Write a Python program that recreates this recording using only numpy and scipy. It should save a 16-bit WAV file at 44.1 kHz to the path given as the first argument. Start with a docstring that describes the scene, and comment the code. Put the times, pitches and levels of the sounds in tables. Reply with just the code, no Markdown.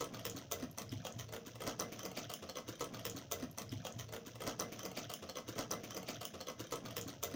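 """A wire whisk beats egg batter and flour in a hand-held glass bowl, nearly four turns a second.
On each turn the wires clatter over the damped glass, then scoop back through the batter, which gulps,
pops and crackles. Noise bursts make the wires, fading sine waves the bowl and bubbles, and coloured noise
the stirring; a small kitchen echoes them over its quiet air.
One passage of beating is spliced end to end, so the same strokes come round again."""
import sys
import numpy as np
from scipy import signal
from scipy.fft import rfft, irfft, next_fast_len
from scipy.io import wavfile
from scipy.ndimage import uniform_filter1d

SR = 44100
rng = np.random.default_rng(int(sys.argv[2]) if len(sys.argv) > 2 else 0)


def pcm_store(signal):
    """Save signal as 16-bit PCM."""
    levels = np.round(np.clip(np.atleast_2d(signal), -1, 1) * 32767)
    wavfile.write(sys.argv[1], SR, levels.astype(np.int16).T)


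N = 324299  # samples in the whole scene
M = 3 * SR  # samples in the passage of beating

# The whisk swings into the glass, once a turn. Levels are relative; later trims shift them. Columns:
# hardest wire t/s, first wire this much earlier/s, gap between later wires/s,
# bowl knock level/dB, wire clack level/dB, bright tick level/dB, drag through the batter/s
STRIKES = [(0.0088, 0.00095, .0135, -39, -45, -51, 0.048), (0.2528, 0.00053, .0127, -41.5, -42, -42, 0.056),
           (0.521, 0.0063, .0105, -41.5, -42, -38, 0.039), (0.784, .007, .011, -44.5, -49.5, -47.5, 0.037),
           (1.0515, .001, .0166, -44.5, -47, -56.5, 0.045),
           (1.3371, .012, 0.0096, -43.5, -49.5, -51.5, 0.028), (1.62, 0.014, 0.018, -42.5, -48, -51.5, .05),
           (1.8075, .0132, .014, -39, -46.5, -44, 0.048), (2.0527, 0.021, .008, -43, -45.5, -50.5, 0.026),
           (2.3013, .004, 0.015, -45.5, -47.5, -51, 0.058), (2.5702, 0.014, 0.016, -43, -44.5, -55, 0.014)]
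# Half a turn later it scoops back through the batter (same columns)
SCOOPS = [(0.146, 0.0069, .0235, -48.5, -50, -57, 0.085), (0.3692, 0.0055, .017, -51, -49.5, -52, 0.049),
          (0.6259, .026, .012, -46, -51, -56, 0.018), (0.9251, 0.0052, .012, -55.5, -51.5, -57, 0.096),
          (1.1971, 0.0064, .012, -52.5, -46, -51, .015), (1.4689, 0.0053, .012, -56, -52, -53.5, 0.061),
          (1.6757, .0077, .0196, -39.5, -42.5, -46, 0.028), (1.926, 0.0048, .01, -50.5, -50.5, -51, 0.083),
          (2.1755, 0.0043, .014, -45, -43.5, -48, 0.065), (2.4292, .005, .01, -48.5, -53, -69, 0.046),
          (2.6873, 0.007, .007, -50.5, -48, -48.5, 0.038)]
# Colour of wet films and of neighbouring wires: f/Hz, relative level/dB
WET = [(400, -40), (1000, -5.5), (2000, -2.5), (2450, 6), (3200, 12), (4400, 1.5), (6100, 13.5),
       (7000, 0.5), (8000, -28), (11000, -26), (13500, -34), (15000, 3), (16500, -25)]


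def amp(db):
    """Turn decibels into gain."""
    return 10 ** (np.asarray(db) / 20)


def unit(x):
    """Scale to an rms (average strength) of 1."""
    return x / np.sqrt(np.mean(x ** 2) + 1e-20)


def along(points, hz):
    """Read a value at each frequency from (Hz, value) points, on a log frequency axis."""
    f, value = np.transpose(points)
    return np.interp(np.log(hz + 1), np.log(f + 1), value)


def add(track, s, sound):
    """Mix a sound into the track at time s, dropping what falls outside."""
    start = round(s * SR)
    sound = sound[max(-start, 0):]
    part = track[max(start, 0):][:len(sound)]
    part += sound[:len(part)]


def coloured(x, points, vary_db=0, size=3072):
    """Filter x to a spectrum, with unit filter energy and bands shifted at random by vary_db."""
    hz = np.fft.rfftfreq(size, 1 / SR)
    bands = np.geomspace(200, 16000, 28)
    shift_db = vary_db * rng.standard_normal(len(bands))
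    level_db = along(points, hz) + along(np.transpose([bands, shift_db]), hz)
    # fold the cepstrum (the spectrum of the log spectrum) so the filter never sounds ahead of its input
    cepstrum = irfft(np.log(amp(level_db)))
    cepstrum[1:size // 2] *= 2
    cepstrum[size // 2 + 1:] = 0
    response = irfft(np.exp(rfft(cepstrum)))
    return signal.fftconvolve(x, response / np.linalg.norm(response))[:len(x)]


def sized(x, db, length=0.0037):
    """Give x the energy of a burst of this level (dB) and length (s)."""
    return amp(db) * np.sqrt(length * SR) * x / np.linalg.norm(x)


def drag(strokes, rise, fall_db_per_s):
    """Each stroke swells for a share (rise) of its drag, holds and dies away; gives two powers."""
    t, power = np.arange(M) / SR, np.zeros((2, M))
    for s, lead, _, knock, clack, _, length in strokes:
        near = np.abs(t - s) < .4
        early = np.maximum(s - lead - t[near], 0)
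        late = np.maximum(t[near] - s - length, 0)
        shape_db = -20 * early / (rise * length) - fall_db_per_s * late
        # slosh follows the knock, crackle the clack
        power[:, near] += (amp([[knock], [clack]]) * amp(shape_db)) ** 2
    return power


def stirring(strike_db=-6, scoop_db=-3, idle_slosh_db=-61, idle_crackle_db=-63):
    """Slosh and crackle levels (dB): strikes bite fast, scoops gather slowly, batter never quite rests."""
    strikes = amp(strike_db) ** 2 * drag(STRIKES, rise=0.19, fall_db_per_s=196)
    scoops = amp(scoop_db) ** 2 * drag(SCOOPS, rise=0.75, fall_db_per_s=193)
    idle = amp([[idle_slosh_db], [idle_crackle_db]]) ** 2
    return 10 * np.log10(strikes + scoops + idle)


def grains(per_second, spread_db, smooth):
    """Scattered impulses of uneven size on a bed of noise."""
    hit = rng.random(M) < per_second / SR
    size = amp(spread_db * np.minimum(rng.standard_normal(M), 2)) * rng.choice([-1, 1], M)
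    return unit(unit(hit * size) + smooth * rng.standard_normal(M))


def bubbles(level_db, per_second=200, middle_hz=2200, spread=0.711, cycles=16):
    """Many tiny bubbles burst where the batter tears, each a short note at its own pitch."""
    out, t = np.zeros(M), np.arange(SR // 40) / SR
    for pitch, size in rng.standard_normal((round(per_second * M / SR), 2)):
        start = rng.integers(M)
        hz = np.clip(middle_hz * np.exp(spread * pitch), 500, 12000)
        age = hz * t / cycles  # counted in cycles, so small, high bubbles die sooner
        swell = (1 - np.exp(-age * 20)) * amp(-30 * age)
        note = np.sin(2 * np.pi * hz * t * (1 + 0.023 * age))  # the pitch creeps up
        add(out, start / SR, amp(level_db[start] + 1.8 * min(size, 2)) * swell * note)
    return out


def batter(thrum_db=-1, slosh_db=-5, wet_db=-9.5, bubble_db=-0.5):
    """Dragging wires shake the bowl on the counter, churn the batter and tear its wet films."""
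    # the hand's push on the bowl: t/s, level before thrum_db/dB
    push_points = [(0.0, -55), (0.72, -56), (0.8, -67), (0.83, -56.5), (0.98, -47.5), (1.11, -64),
                   (1.15, -50), (1.32, -54), (1.4, -68), (1.57, -55), (2.23, -61), (2.3, -53.5),
                   (2.37, -84), (2.42, -57.5), (2.57, -80), (2.71, -46.5), (2.77, -65), (2.8, -55)]
    # colour of the shaking bowl: f/Hz, relative level/dB
    thrum_colour = [(20, -43), (40, -51), (60, -13.5), (85, -5), (100, -5.5), (112, 8), (124, -3.5),
                    (150, -6.5), (200, -17.5), (300, -14.5), (800, -62)]
    # colour of the churning batter: f/Hz, relative level/dB
    slosh_colour = [(70, -16.5), (170, 4.5), (270, 3), (390, -4.5), (500, -5.5), (660, 2), (880, -24.5),
                    (1300, -13), (2200, -20), (5000, -66)]
    push = np.interp(np.arange(M) / SR, *np.transpose(push_points))
    slosh, crackle = stirring()

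    thrum = coloured(rng.standard_normal(M), thrum_colour, size=16384)
    # even out the noise, so the hand's push alone sets its strength
    thrum /= np.sqrt(np.abs(uniform_filter1d(thrum ** 2, size=3000)) + 1e-6)
    churning = grains(per_second=220, spread_db=-1, smooth=0.95)
    churn = coloured(amp(slosh + slosh_db) * churning, slosh_colour)
    tearing = grains(per_second=420, spread_db=5, smooth=.3)
    films = coloured(amp(crackle + wet_db) * tearing, WET)
    return amp(push + thrum_db) * thrum + churn + films + bubbles(crackle + bubble_db)


def quiet_air(air_db=-70):
    """The quiet room itself: a faint, steady noise."""
    # colour of the room's air: f/Hz, relative level/dB
    air_colour = [(25, -22), (80, 3), (300, 3), (1500, -23), (6000, -14), (9000, -33), (16000, -26)]
    return amp(air_db) * coloured(rng.standard_normal(M), air_colour)


def stroke_wires(strokes, first_db, later_db, loss_db, count):
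    """The cage rolls over the glass: a light first wire, the hardest one, then ever weaker followers."""
    rows = []
    for s, lead, gap, *levels, _ in strokes:
        wires = [(s - lead, first_db), (s, 0)]
        wires += [(s + gap * (k + 1), later_db - loss_db * k) for k in range(count)]
        rows += [(when, *(np.array(levels) + db)) for when, db in wires]
    return rows


def landings(single_tick_db=-7.5):
    """Every wire that meets the glass: (t/s, knock/dB, clack/dB, tick/dB)."""
    # further single wires touching the glass, within or between strokes, relative levels:
    # t/s, bowl knock level/dB, wire clack level/dB
    single_list = [(0.1944, -69, -49.5), (0.8188, -52, -48), (1.0681, -44.5, -44), (1.2898, -50, -57.5),
                   (1.3643, -47, -49), (1.5567, -53.5, -54), (1.9931, -48, -45.5), (2.116, -49, -53),
                   (2.4907, -48.5, -51.5), (2.4968, -49, -45), (2.7556, -65, -54), (2.7965, -68, -51)]
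    strikes = stroke_wires(STRIKES, first_db=-4, later_db=-3.5, loss_db=11.5, count=2)
    scoops = stroke_wires(SCOOPS, first_db=-4, later_db=-4, loss_db=6, count=1)
    # a single wire's tick is set relative to its clack
    singles = [(s, knock, clack, clack + single_tick_db) for s, knock, clack in single_list]
    return strikes + scoops + singles


def contact(t, squeeze, t60, chatter):
    """A wire squeezes out a film of batter, lands within a millisecond or two and chatters briefly."""
    blow = rng.standard_normal(len(t)) * np.exp(-(t / .0008) ** 2)
    # rises 60 dB over squeeze (s) before the blow, falls 60 dB over t60 (s) after it
    skid = rng.standard_normal(len(t)) * amp(-60 * np.maximum(t / t60, -t / squeeze))
    return blow / np.linalg.norm(blow) + chatter * skid / np.linalg.norm(skid)


def rattle(t, t60=0.054, per_second=260, spread_db=4):
    """Neighbouring wires brush the glass just before and after the one that strikes."""
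    lead = .02  # s for a 60 dB rise
    size = amp(spread_db * rng.standard_normal(len(t)))
    touch = (rng.random(len(t)) < per_second / SR) * size
    friction = uniform_filter1d(touch, size=60) + .0012
    return friction * rng.standard_normal(len(t)) * amp(-60 * np.maximum(t / t60, -t / lead))


def taps(knock_db=1, ring_db=-5, clack_db=.5, tick_db=1, rattle_db=-7, sparkle_db=-9):
    """Each wire knocks the bowl, rings it briefly and clacks, its colour varied at random from tap to tap."""
    # notes of the bowl, damped by batter and hand: f/Hz, relative level/dB, time to fall 60 dB/s
    bowl_notes = [(466.2, -0.5, 0.52), (529, 13.5, 0.012), (650, -9.5, 0.39), (720, -21, 0.041),
                  (1115, -8, 0.14), (1135, -16.5, 0.05), (1289, 3.5, 0.11), (1312, 2, 0.04),
                  (2013, -2.5, 0.093), (2045, -0.5, 0.19)]
    # colours of the knock, the clack and the bright tick: f/Hz, relative level/dB
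    knock_colour = [(30, -27), (200, -15.5), (390, -2.5), (520, 6.5), (680, 0.5), (880, -9), (1150, -2),
                    (1600, -17.5), (2100, -18), (3500, -22), (8000, -36)]
    clack_colour = [(700, -21), (1800, -3), (2500, -3.5), (3150, 3.5), (4000, -2.5), (5000, -1.5),
                    (6150, 0), (6900, -1.5), (8000, -13.5), (12000, -18)]
    tick_colour = [(4000, -43), (7000, -10), (9000, -6), (11200, -13), (12200, -2), (13000, -18),
                   (14000, -28), (14850, 13), (15600, -7.5), (16500, -1)]
    out, t = np.zeros(M), np.arange(-SR // 50, SR // 6) / SR
    hz, level, t60 = np.transpose(bowl_notes)[:, :, None]
    after = np.maximum(t, 0)  # the bowl is silent before the blow
    modes = amp(level - 60 * after / t60) * np.sin(2 * np.pi * hz * after)
    for s, knock, clack, tick in landings():
        # each tap excites the bowl's notes in a different random mix
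        strength = amp(7.6 * rng.standard_normal(len(bowl_notes))) * rng.choice([-1, 1], len(bowl_notes))
        tap = sized(strength @ modes, knock + ring_db)
        thud = contact(t, squeeze=0.014, t60=0.038, chatter=2.0)
        tap += sized(coloured(thud, knock_colour, vary_db=3), knock + knock_db)
        clatter = contact(t, squeeze=0.031, t60=0.015, chatter=0.89)
        tap += sized(coloured(clatter, clack_colour, vary_db=5.5), clack + clack_db)
        bright = contact(t, squeeze=0.0055, t60=0.0032, chatter=2.7)
        tap += sized(coloured(bright, tick_colour, vary_db=4.0), tick + tick_db)
        others = rattle(t)
        tap += sized(coloured(others, WET, vary_db=11.5), clack + rattle_db)
        tap += sized(coloured(others, tick_colour), tick + sparkle_db)
        add(out, s + t[0] + .0005, tap)
    return out


def bubble(t, hz, t60, attack, rise, rough):
    """A pocket of air rings with a soft start and a rising, unsteady pitch."""
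    pitch = hz * (1 + rise * t / t60 + rough * rng.standard_normal(len(t)))
    swell = (1 - np.exp(-(t / attack) ** 2)) * amp(-60 * t / t60)
    return swell * np.sin(2 * np.pi * np.cumsum(pitch) / SR)


def pops(pop_db=3, t60=0.012, attack=0.00046, rise=0.043, rough=0.24):
    """A bursting bubble rings for a few milliseconds, its pitch rising as it opens."""
    # air bubbles bursting in the batter: t/s, level before pop_db/dB, starting pitch f/Hz
    pop_list = [(0.0138, -35, 6560), (0.3785, -42, 3840), (0.5148, -36, 3200), (0.5207, -27, 6140),
                (0.7128, -46, 13300), (0.784, -30.5, 6060), (0.8927, -41.5, 5300), (1.123, -41.5, 6670),
                (1.798, -25, 6000), (2.243, -40.5, 3250)]
    out, t = np.zeros(M), np.arange(SR // 30) / SR
    for s, db, hz in pop_list:
        add(out, s, amp(db + pop_db) * bubble(t, hz, t60, attack, rise, rough))
    return out


def gulps(gulp_db=0, t60=0.074, attack=0.0017, rise=0.19, rough=1.0):
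    """Big air pockets in thick batter give low, unsteady, quickly damped notes."""
    # air pockets closing behind the whisk: t/s, level before gulp_db/dB, starting pitch f/Hz
    gulp_list = [(.021, -40.5, 342), (0.128, -37.5, 237), (.346, -37.5, 258), (0.627, -31.5, 241),
                 (0.927, -33, 262), (1.162, -41, 188), (1.469, -42.5, 270), (1.676, -35, 276),
                 (1.92, -40, 282), (2.045, -42, 320), (2.179, -37, 241), (2.688, -37.5, 316.6)]
    out, t = np.zeros(M), np.arange(SR // 4) / SR
    for s, db, hz in gulp_list:
        add(out, s, amp(db + gulp_db) * bubble(t, hz, t60, attack, rise, rough))
    return out


def clicks(click_db=0):
    """Wires pushed aside spring back and meet, steel on steel, with no batter between them."""
    # bare wires snapping against each other: t/s, burst level before click_db/dB
    click_list = [(0.0436, -41.5), (.2987, -39), (2.3384, -34)]
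    # colour of bare steel: f/Hz, relative level/dB
    steel_colour = [(500, -16), (1000, -16), (2200, -11), (3100, 2), (4000, -12), (6200, 8), (8000, -5),
                    (9500, -1), (11200, -12.5), (13500, -5.5), (15000, -0.5), (16500, 5)]
    out, t = np.zeros(M), np.arange(-SR // 100, SR // 20) / SR
    for s, db in click_list:
        snap = contact(t, squeeze=0.0006, t60=0.0095, chatter=1.3)
        add(out, s + t[0], sized(coloured(snap, steel_colour, vary_db=2.5), db + click_db))
    return out


def kitchen(x, gap=0.00055):
    """Counter and walls answer within milliseconds, with a freshly drawn echo every eighth of a second."""
    # how long the echo lasts: f/Hz, time to fall 60 dB/s
    echo_times = [(100, 0.46), (500, 0.26), (2000, 0.18), (6000, 0.19), (15000, 0.14)]
    out, step = np.zeros(M), SR // 8
    for start in range(0, M, step):
        # fading noise, redrawn each time to avoid tonal ringing
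        hz, t, z = signal.stft(rng.standard_normal(SR // 3), SR, nperseg=256)
        fade = amp(-60 * t / along(echo_times, hz)[:, None])
        tail = signal.istft(z * fade, SR, nperseg=256)[1]
        tail *= 1 - np.exp(-(np.arange(len(tail)) / SR / gap) ** 2)  # soft start, gap in s
        echo = signal.fftconvolve(x[start:start + step], tail / np.linalg.norm(tail))
        add(out, start / SR, echo)
    return out


def scene(tap_room_db=-4, pop_room_db=-7, batter_room_db=-9):
    """The passage of beating in its room, played through the splices."""
    # splices: t/s, point of the passage that plays from there/s
    splice_list = [(0, 0), (2.8, 0), (5.56, 1.6454), (6.7146, 0)]
    wires, bursts, mix = taps() + clicks(), pops(), batter() + gulps()
    to_room = amp(tap_room_db) * wires + amp(pop_room_db) * bursts + amp(batter_room_db) * mix
    passage = wires + bursts + mix + kitchen(to_room) + quiet_air()
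    out = np.zeros(N)
    for s, start in splice_list:
        # each piece overwrites whatever is left of the one before
        piece = passage[round(start * SR):][:N - round(s * SR)]
        out[round(s * SR):][:len(piece)] = piece
    return out[None]


def record(dry, top_hz=16000):
    """Nothing is kept at or above the band limit, top_hz."""
    size = next_fast_len(N + SR // 2)
    keep = np.fft.rfftfreq(size, 1 / SR) < top_hz
    return irfft(rfft(dry, size) * keep, size)[..., :N]


dry = scene()
out = record(dry)
pcm_store(out)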